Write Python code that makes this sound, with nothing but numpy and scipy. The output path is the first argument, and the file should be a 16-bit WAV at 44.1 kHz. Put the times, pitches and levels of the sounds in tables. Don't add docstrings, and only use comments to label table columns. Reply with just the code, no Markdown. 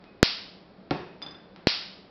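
import sys
import numpy as np
from scipy import signal
from scipy.fft import rfft, irfft
from scipy.io import wavfile

SR = 44100
rng = np.random.default_rng(int(sys.argv[2]) if len(sys.argv) > 2 else 0)


def master(y):
    cut = np.clip(np.atleast_2d(y).T, -1, 1)
    pcm = np.round(cut * 32767)
    wavfile.write(sys.argv[1], SR, pcm.astype(np.int16))


N = 92610

# (frequency [Hz], relative level [dB])
CONTACT_COLOUR = [(200, -10.5), (700, 10), (1400, 9.5), (2500, 7), (4200, 5), (6000, 1.5)]


def sparks():
    # (time [s], pulse gain [dB], pulse time scale [s], crack gain [dB], crack delay [s],
    #  zing level [dB], room gain [dB])
    snaps = [(0.2291, 6.5, 0.00033, 21, .00046, -20.5, -23), (1.671, -1.5, 0.00036, 10.5, .00046, -9, -23)]
    # (frequency [Hz], relative level [dB])
    crack_colour = [(300, -5.5), (900, -2), (1400, 5), (2200, 1), (3200, 0), (5000, -8.5), (7000, -0.5)]
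    # (frequency [Hz], relative level [dB])
    reverb_colour = [(100, -48.5), (400, -13), (800, -6.5), (1400, -4), (2200, -0.5), (3200, 2.5),
                     (4300, 5.5), (5100, 6), (6200, -5.5)]
    # (frequency [Hz], level [dB], t60 [s])
    metal_modes = [(3294, -37.5, 0.49), (3256, -49.5, .6), (4190, -45.5, 0.32), (4040, -37.5, 0.28),
                   (4090, -40.5, 0.54), (4564, -39.5, 0.36), (4598, -36.5, 0.54), (4740, -45.5, 0.27)]
    zing_delay_s, predelay_s = .00085, .002
    out = np.zeros(N)
    reverb = room_tail(reverb_colour)
    ring = sum(mode(*row) for row in metal_modes)
    for s, pulse_db, scale_s, crack_db, crack_delay_s, zing_db, room_db in snaps:
        add(out, s, pressure_pulse(pulse_db, scale_s))
        add(out, s + crack_delay_s, amp(crack_db) * click(crack_colour))
        add(out, s + zing_delay_s, mode(hz=4150, db=zing_db, t60=.007))
        add(out, s + predelay_s, amp(room_db) * reverb + ring)
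    return out


def plate_landing():
    # (time [s], thud gain [dB], clack gain [dB])
    impacts = [(0.9092, -11, -6.5), (0.9103, -14.5, -25), (0.9114, 2, -13)]
    out, thud = np.zeros(N), plate_thud()
    for s, thud_db, clack_db in impacts:
        add(out, s, amp(thud_db) * thud)
        add(out, s, pressure_pulse(thud_db - 19.5, scale_s=.0003))
        add(out, s, -amp(clack_db) * click(CONTACT_COLOUR))
    return out


def plate_thud():
    # (frequency [Hz], relative level [dB], t60 [s])
    plate_modes = [(157.3, -30.5, 0.32), (292.4, -34, 0.38), (298, -19, 0.036), (360, -35, 0.46),
                   (416, -38, 0.29), (541, -31.5, 0.075), (717, -39.5, 0.26), (737, -36.5, 0.27),
                   (761, -38, 0.29), (891, -41, 0.27), (1107, -41, 0.29), (1374, -30, 0.032),
                   (1820, -41.5, 0.073), (2240, -37, 0.033), (2500, -49, 0.5), (3250, -42, 0.054),
                   (4150, -37, .03)]
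    # (frequency [Hz], relative level [dB])
    boom_colour = [(30, -45.5), (70, -7), (160, -2), (380, 0), (750, -8.5), (1200, -12), (2500, -17),
                   (5500, -24.5)]
    low_cut = signal.butter(2, 169, "high", fs=SR, output="sos")
    body = signal.sosfilt(low_cut, sum(mode(*row) for row in plate_modes))
    return amp(-33.5) * room_tail(boom_colour) - body


def pin_rattle():
    # (time [s], gain [dB])
    ticks = [(0.0412, -31), (1.2190, -20), (1.5620, -27)]
    # (time [s], lower mode [dB], middle mode [dB], contact gain [dB])
    hits = [(1.2232, -32, -34, -25.5), (1.2632, -35.5, -42.5, -23), (1.2830, -41, -47, -55.5),
            (1.3076, -54, -41, -29.5), (1.3475, -41, -63, -30.5), (1.4313, -60, -90, -40)]
    # (frequency [Hz], t60 [s])
    pin_modes = [(3515, 0.1), (4942, 0.085), (6083, 0.11)]
    contact, pin, body = np.zeros((3, N))
    for s, db in ticks:
        add(contact, s, amp(db) * click(CONTACT_COLOUR))
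    for s, lower_db, middle_db, contact_db in hits:
        add(contact, s, amp(contact_db) * scuff())
        add(body, s, amp(contact_db + 3) * plate_thud())
        top_db = middle_db - 7.5
        for (hz, t60), db in zip(pin_modes, (lower_db, middle_db, top_db)):
            add(pin, s, mode(hz, db, t60, rise_s=.00084))
    reverb_send = amp(-1.5) * contact + amp(-12) * pin
    return contact + pin + body + room_reverb(reverb_send)


def scuff(peak_s=.0021):
    u = np.arange(SR // 10) / SR / peak_s
    puff = noise(CONTACT_COLOUR, len(u)) * u * np.exp(-u)
    return puff / np.linalg.norm(puff)


def thin_ring():
    # (time [s], level [dB])
    onsets = [(0.062, -57), (1.075, -56.5)]
    out = np.zeros(N)
    for s, db in onsets:
        add(out, s, mode(hz=2525, db=db, t60=.42, rise_s=.0068))
    return out


def room_tail(colour, build_s=.0014):
    # (frequency [Hz], t60 [s])
    decay_times = [(100, 0.38), (500, 0.66), (1500, 0.64), (3000, 0.62), (5500, 0.56)]
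    hz, t, bands = signal.stft(noise(colour, SR), SR, nperseg=256)
    decay = np.exp(-np.log(1000) * t / curve_at(decay_times, hz)[:, None])
    tail = signal.istft(bands * decay, SR, nperseg=256)[1][:SR]
    return tail * (1 - np.exp(-np.arange(SR) / SR / build_s))


def room_reverb(send):
    response = room_tail(CONTACT_COLOUR)
    return signal.fftconvolve(send, response / np.linalg.norm(response))[:N]


def room_tone(hum_hz=187, hum_width_hz=42):
    # (frequency [Hz], relative level [dB])
    air_colour = [(15, -56), (25, -11.5), (130, -6.5), (170, -8.5), (280, -1), (674, -6), (904, -12.5),
                  (1360, -15.5), (1900, -20), (2550, -21), (2730, -26), (4490, -24.5), (5500, -30.5),
                  (7150, -64.5), (12100, -120)]
    hz = np.fft.rfftfreq(N, 1 / SR)
    resonance = 1 / (1 + (2 * (hz - hum_hz) / hum_width_hz) ** 2)
    hum = irfft(rfft(rng.standard_normal(N)) * resonance, N)
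    return amp(-55) * noise(air_colour, N) + amp(-58.5) * unit_rms(hum)


def pressure_pulse(db, scale_s):
    u = np.arange(SR // 20) / SR / scale_s
    return amp(db) * (u - 3) * u ** 2 * np.exp(-u)


def mode(hz, db, t60, rise_s=1 / SR):
    t = np.arange(SR) / SR
    envelope = np.exp(-np.log(1000) * t / t60) * (1 - np.exp(-t / rise_s))
    return amp(db) * envelope * np.sin(2 * np.pi * hz * t)


def click(colour, size=2048):
    hz = abs(np.fft.fftfreq(size, 1 / SR))
    log_gain = np.log(amp(curve_at(colour, hz)))
    spectrum = np.exp(np.conj(signal.hilbert(log_gain)))
    return np.fft.ifft(spectrum).real


def noise(colour, size):
    gain = amp(curve_at(colour, np.fft.rfftfreq(size, 1 / SR)))
    return unit_rms(irfft(rfft(rng.standard_normal(size)) * gain, size))


def curve_at(points, hz):
    f, value = np.transpose(points)
    return np.interp(np.log(hz + 1), np.log(f + 1), value)


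def amp(db):
    return 10 ** (np.asarray(db) / 20)


def unit_rms(x):
    return x / np.sqrt(np.mean(x ** 2) + 1e-20)


def add(mix, s, sound):
    part = mix[round(s * SR):][:len(sound)]
    part += sound[:len(part)]


def scene():
    mono = sparks() + plate_landing() + pin_rattle() + thin_ring() + room_tone()
    return np.tile(mono, (2, 1))


def record(dry):
    rolloff_hz, stop_hz, edge_hz = 5450, 6200, 16100
    clip_level, knee = .73, 7.6
    hz = np.fft.rfftfreq(2 * N, 1 / SR)
    rolloff = 1 / np.sqrt(1 + (hz / rolloff_hz) ** 41)
    brick_wall = 1 / np.sqrt(1 + (hz / stop_hz) ** 120)
    dull = irfft(rfft(dry, 2 * N) * rolloff * brick_wall)[:, :N]
    clipped = dull / (0.5 + abs(dull / clip_level) ** knee) ** (1 / knee)
    low_pass = signal.firwin(255, edge_hz, window=("kaiser", 9), fs=SR)
    return signal.oaconvolve(clipped, low_pass[None], "same")


dry = scene()
out = record(dry)
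master(out)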